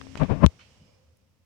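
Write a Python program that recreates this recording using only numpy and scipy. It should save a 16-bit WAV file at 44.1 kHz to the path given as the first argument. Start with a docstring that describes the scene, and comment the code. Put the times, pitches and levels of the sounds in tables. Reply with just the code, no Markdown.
"""Plastic ticks right at the microphone: a hand shifts its grip on a camera over a toilet lid.
The place is a small restroom. A finger covers the left microphone port and rubs across it in
three dull strokes; the last stroke booms, thumps and ends in a sharp crack.
Something scuffs further off, and to the right a hiss like a filling cistern dies away."""
import sys
import numpy as np
from scipy import signal
from scipy.fft import rfft, irfft, next_fast_len
from scipy.io import wavfile
from scipy.ndimage import uniform_filter1d

SR = 44100
rng = np.random.default_rng(int(sys.argv[2]) if len(sys.argv) > 2 else 0)


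def to_wav(sig):
    """Store sig (one row per channel, or 1-D mono) as 16-bit WAV at the path in sys.argv[1].

    Samples outside -1..1 are clipped; the rate is SR.
    """
    pcm = np.clip(np.atleast_2d(sig), -1, 1) * 32767
    pcm = np.round(pcm).astype(np.int16)
    wavfile.write(sys.argv[1], SR, pcm.T)  # frames by channels


N = 63945

# The room tone. Each row: time in seconds, then rumble, midrange and hiss levels in dB.
ROOM_LEVELS = [(0, -58, -59, -54), (0.15, -52, -64, -54.5), (0.36, -52, -61, -58.5),
               (0.46, -64, -70, -58.5), (0.5, -54, -60, -61), (0.57, -57.5, -67.5, -62.5),
               (0.7, -60, -67.5, -62), (0.95, -62, -70, -69.5), (1.15, -67.5, -77.5, -75),
               (1.45, -68, -81, -79)]
# Colours of the room tone and a distant bump. Each row: frequency in Hz, relative level in dB.
RUMBLE_SPECTRUM = [(20, -37.5), (45, -15), (80, 5), (110, -2.5), (150, -10.5), (210, -11), (330, -20.5),
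                   (600, -57.5)]
MIDRANGE_SPECTRUM = [(200, -19.5), (370, -7), (520, 1.5), (680, -7), (860, -7), (1300, -11.5), (2200, -45)]
HISS_SPECTRUM = [(600, -24), (1600, -2.5), (2400, 0), (3000, 0), (4000, -5), (5400, -0.5), (7000, -7.5),
                 (9000, -12.5), (12000, -29), (15500, -29.5), (16500, -54)]
BUMP_SPECTRUM = [(60, -12), (140, 13.5), (230, 9), (320, -5), (700, -43)]
# Resonances in the hiss. Each row: pitch and width in Hz, level in dB, centre and spread in seconds.
HISS_RESONANCES = [(519.4, 35, -70, 0.95, 0.18), (2950, 250, -71, .76, .12), (5100, 350, -72, .89, 0.072),
                   (2370, 94, -75, 0.91, .07)]
# The restroom's echo. Each row: frequency in Hz, time to fall 60 dB (t60) in seconds.
WALL_DECAY = [(100, .35), (1000, 0.14), (4000, 0.29), (12000, 0.05)]
# Scuffs further off. Each row: start in seconds, rough peak in dB, t60 in seconds.
LID_SCUFFS = [(0.5917, -47.5, .06), (0.609, -46.5, .04)]
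# Plastic knocks close by. Each row: start in seconds, rough peak in dB, t60 in seconds,
# tilt in dB per octave, left over right in dB, grit from 0 to 1.
PLASTIC_KNOCKS = [(0.1553, -26.5, 0.018, -3.5, 1.5, .2), (0.1712, -25.5, 0.018, -6.5, -7.5, .3),
                  (0.174, -28.5, 0.028, 1.5, -4.5, .95), (0.199, -36, .04, 0, -3, .9),
                  (0.234, -32.5, 0.02, -0.5, -13, .7), (0.298, -44.5, 0.052, -1.5, -2.5, .9),
                  (0.326, -30.5, 0.03, -4.5, -3, .3), (0.425, -31, 0.022, -7.5, -4.5, .8)]
# Ticks under the finger. Each row: start in seconds, rough peak in dB, tilt in dB per octave.
CASE_TICKS = [(0.0138, -22.5, 1), (0.069, -27.5, -1.5), (0.1553, -20.5, 1.5)]
# Colours of the contacts and the sliding hand. Each row: frequency in Hz, relative level in dB.
SCUFF_SPECTRUM = [(300, -34), (1200, 4), (2000, -0.5), (2800, 6), (4000, -5), (5500, -5), (9000, -28),
                  (15000, -45)]
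KNOCK_SPECTRUM = [(60, -7), (300, -1.5), (600, 2), (1200, -2.5), (1800, -5.5), (2600, -1), (4000, -10),
                  (8000, -19.5), (15000, -45.5)]
TINY_TICK_SPECTRUM = [(2000, -19), (6000, -11), (11000, -1), (13000, -10.5), (16000, -16.5)]
CASE_TICK_SPECTRUM = [(80, 0.5), (300, 1.5), (700, 0), (1200, -2), (1800, -9.5), (2700, -8.5), (3500, -18),
                      (5000, -25), (9000, -42), (15000, -55)]
RUSTLE_SPECTRUM = [(40, 7), (130, 7.5), (250, -5.5), (1400, -4.5), (2400, 0.5), (3400, -16), (6000, -11.5),
                   (12000, -34)]
# The finger's muffling of the left port. Each row: frequency in Hz, gain in dB.
FINGER_MUFFLING = [(300, 4.5), (1000, -9.5), (2000, -16.5), (3500, -14), (6000, -17), (15000, -12.5)]
# Three strokes across that port. Each row: time in seconds, strength in dB.
RUB_STRENGTH = [(0.13, -59), (0.186, -47), (0.205, -30), (0.22, -21), (0.235, -26), (0.25, -35.5),
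                (0.275, -50), (0.288, -38.5), (0.302, -26), (0.319, -24.5), (0.346, -35.5), (0.395, -41.5),
                (0.42, -31.5), (0.438, -15.5), (0.446, -15.5), (0.452, -28.5), (0.47, -47), (0.495, -80)]
# Colours of the skin friction and the crack. Each row: frequency in Hz, relative level in dB.
RUB_LOW_SPECTRUM = [(20, -16.5), (60, -7.5), (130, 2.5), (190, -3), (280, -12), (400, -27.5), (900, -77)]
RUB_MID_SPECTRUM = [(120, -33), (260, 0), (420, -3.5), (600, -2), (800, -9.5), (1100, -7.5), (1400, -19),
                    (2200, -33.5), (4000, -72.5)]
RUB_HIGH_SPECTRUM = [(700, -25.5), (1500, -1.5), (2600, -4.5), (3400, -15.5), (5000, -24), (8000, -39),
                     (12000, -58), (16000, -69.5)]
CRACK_SPECTRUM = [(200, -21.5), (800, 5), (1900, -3), (3400, 2.5), (5000, -1.5), (7500, -10.5),
                  (10000, -15.5), (12000, -25.5), (16000, -28.5)]
# Three brief tones that colour the loudest rub. 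Each row: frequency in Hz, level in dB.
RUB_TONES = [(228, -7.5), (604, -15), (1047, -19)]
# Sudden pressure steps at the port. Each row: start in seconds, strength in dB.
PRESSURE_STEPS = [(0.447, 0.5), (0.4623, -0.2)]
# Faint crackles, then a sharp crack at the left port. Each row: start in seconds, rough peak in dB.
PORT_CRACKS = [(0.4549, -29.5), (0.4566, -31), (0.4614, -30), (0.4634, -3.5)]

TIME = np.arange(N) / SR


def amp(db):
    """Decibels to gain."""
    return 10 ** (np.asarray(db) / 20)


def unit(x):
    """Scaled to rms 1."""
    return x / np.sqrt(np.mean(x ** 2) + 1e-20)


def along(points, hz):
    """Values between (Hz, value) points on a log axis."""
    freqs, values = np.transpose(points)
    return np.interp(np.log(hz + 1), np.log(freqs + 1), values)


def curves(rows, lag_s=0):
    """One value per sample for each column after the time."""
    times, *columns = np.transpose(rows)
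    return [np.interp(TIME - lag_s, times, column) for column in columns]


def swell(centre_s, width_s):
    """A smooth, bell-shaped rise and fall."""
    return np.exp(-((TIME - centre_s) / width_s) ** 2 / 2)


def filtered(x, response):
    """x shaped by a gain that depends on frequency."""
    size = next_fast_len(N + SR // 2)
    return irfft(rfft(x, size) * response(np.fft.rfftfreq(size, 1 / SR)), size)[..., :N]


def noise(spectrum):
    """Coloured noise of rms 1."""
    return unit(filtered(rng.standard_normal(N), lambda hz: amp(along(spectrum, hz))))


def stereo_noise(spectrum, shared):
    """Noise with a share of its power common to both microphones."""
    common = np.sqrt(shared) * noise(spectrum)
    return common + np.sqrt(1 - shared) * np.array([noise(spectrum), noise(spectrum)])


def burst(start_s, t60, spectrum, tilt_db=0, grit=1, size=8192):
    """A coloured contact, peak about 1: a clean impulse with a share (grit) of dying noise."""
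    t, hz = np.arange(size) / SR, np.fft.rfftfreq(size, 1 / SR)
    colour_db = along(spectrum, hz) + tilt_db * np.log2(np.maximum(hz, 200))
    cepstrum = irfft(np.log(amp(colour_db)))
    cepstrum[1:size // 2] *= 2  # minimum phase: nothing sounds before the contact
    cepstrum[size // 2 + 1:] = 0
    fade = amp(-60 * t / t60)
    grains = rng.standard_normal(size) * fade / np.linalg.norm(fade)
    push = np.sqrt(grit) * grains + np.sqrt(1 - grit) * (t == 0)
    contact = irfft(rfft(push) * np.exp(rfft(cepstrum)))
    contact *= np.linalg.norm(fade) / np.linalg.norm(contact) / 2
    return np.pad(contact, (round(start_s * SR), N))[:N]


def whistles():
    """Faint, narrow resonances of the hiss swell and fade."""
    out = 0
    for pitch, width, db, centre_s, spread_s in HISS_RESONANCES:
        band = filtered(rng.standard_normal((2, N)), lambda hz: 1 / (1 + (2 * (hz - pitch) / width) ** 2))
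        out += amp(db) * swell(centre_s, spread_s) * unit(band)
    return out


def room_tone(hiss_left_db=-5.5):
    """Fading rumble and midrange, a hiss from the right, and one soft, distant bump."""
    rumble_db, midrange_db, hiss_db = curves(ROOM_LEVELS)
    hiss = amp(hiss_db) * stereo_noise(HISS_SPECTRUM, shared=.03) + whistles()
    bump = amp(-60) * swell(centre_s=.825, width_s=.03) * stereo_noise(BUMP_SPECTRUM, shared=.973)
    rumble = amp(rumble_db) * stereo_noise(RUMBLE_SPECTRUM, shared=.85)
    midrange = amp(midrange_db) * stereo_noise(MIDRANGE_SPECTRUM, shared=.49)
    return rumble + midrange + hiss * amp([[hiss_left_db], [0]]) + bump


def wall_echo(x):
    """The small room answers at both microphones, each frequency dying at its own speed."""
    hz, t, bands = signal.stft(rng.standard_normal((2, SR // 2)), SR, nperseg=256)
    decay = amp(-60 * t / along(WALL_DECAY, hz)[:, None])
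    _, tail = signal.istft(bands * decay, SR, nperseg=256)
    return signal.fftconvolve(x[None], tail / np.linalg.norm(tail[0]), axes=1)[:, :N]


def lid_scuffs():
    """Two faint scrapes further off, as the lid settles."""
    return sum(amp(db) * burst(s, t60, SCUFF_SPECTRUM) for s, db, t60 in LID_SCUFFS)


def plastic_knocks():
    """Short, dead contacts of plastic close to the microphones, then one tiny bright tick."""
    knocks = sum(amp(db + np.array([[pan], [-pan]]) / 2) * burst(s, t60, KNOCK_SPECTRUM, tilt, grit)
                 for s, db, t60, tilt, pan, grit in PLASTIC_KNOCKS)
    return knocks + amp(-59.5) * burst(start_s=1.171, t60=.012, spectrum=TINY_TICK_SPECTRUM)


def hand_rustle():
    """The hand slides softly on the case, reaching both ports."""
    return amp(-51) * stereo_noise(RUSTLE_SPECTRUM, shared=.2) * swell(centre_s=.245, width_s=.06)


def covered(x, release_s=.35, release_takes_s=.01):
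    """The finger muffles what reaches the left port until release_s."""
    free = np.clip((TIME - release_s) / release_takes_s, 0, 1)
    muffled = filtered(x, lambda hz: amp(along(FINGER_MUFFLING, hz)))
    return free * x + (1 - free) * muffled


def port_ring(hz=266, hold_s=.14, fade_s=.04):
    """A faint tone at the covered port holds, then fades."""
    fade = np.clip((hold_s - TIME) / fade_s + 1, 0, 1)
    return amp(-43) * fade * np.sin(2 * np.pi * hz * TIME)


def case_ticks(t60=.012):
    """The case ticks under the finger, right at the port."""
    return sum(amp(db) * burst(s, t60, CASE_TICK_SPECTRUM, tilt, grit=.37) for s, db, tilt in CASE_TICKS)


def friction(spectrum, gain_db, growth, lag_s, evenness, pivot_db=-25):
    """One band of skin friction, rising by growth dB for each dB of rubbing."""
    rub_db, = curves(RUB_STRENGTH, lag_s)
    rasp = noise(spectrum)
    flutter = np.sqrt(np.abs(uniform_filter1d(rasp ** 2, size=450)) + 1e-6)
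    steadied = unit(rasp / flutter ** evenness)
    return steadied * amp(gain_db + pivot_db + growth * (rub_db - pivot_db))


def finger_rubs():
    """Skin drags across the port: a rasp with a rumble just behind it."""
    low = friction(RUB_LOW_SPECTRUM, gain_db=8.5, growth=.98, lag_s=.003, evenness=.9)
    mid = friction(RUB_MID_SPECTRUM, gain_db=1.5, growth=1.1, lag_s=.0003, evenness=.8)
    high = friction(RUB_HIGH_SPECTRUM, gain_db=-15.5, growth=.8, lag_s=.0003, evenness=.6)
    return low + mid + high


def port_bang(tones_s=.4412, port_hz=72, port_t60=.056, rise_s=.00077, crack_t60=.0049):
    """Tones colour the loudest rub, pressure steps swing the port's low resonance, a crack ends it."""
    tones = sum(amp(db) * np.cos(2 * np.pi * hz * (TIME - tones_s)) for hz, db in RUB_TONES)
    tones *= swell(tones_s, width_s=.0042)
    thumps = 0
    for s, db in PRESSURE_STEPS:
        age = np.maximum(TIME - s, 0)
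        rise = 1 - np.exp(-(age / rise_s) ** 2)
        thumps -= amp(db - 60 * age / port_t60) * rise * np.cos(2 * np.pi * port_hz * age)
    cracks = sum(amp(db) * burst(s, crack_t60, CRACK_SPECTRUM, grit=.12) for s, db in PORT_CRACKS)
    return tones + thumps + cracks


def scene():
    """The room reaches both microphones; the finger plays on the left one alone."""
    near, far = plastic_knocks(), lid_scuffs()
    echo = wall_echo(amp(-6.5) * near.mean(axis=0) + amp(3) * far)
    lean_right = amp([[-6], [2]])
    left, right = hand_rustle() + near + (far + echo) * lean_right + room_tone()
    left = covered(left) + port_ring() + finger_rubs() + case_ticks() + port_bang()
    microphone_noise = amp(-82) * rng.standard_normal((2, N))
    return np.array([left, right]) + microphone_noise


def record(dry, ceiling=.98, top_hz=16700):
    """The recorder rounds off the highest peaks and keeps nothing above its band limit."""
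    rounded = dry / (1 + np.abs(dry / ceiling) ** 8) ** (1 / 8)
    return filtered(rounded, lambda hz: hz < top_hz)


dry = scene()
out = record(dry)
to_wav(out)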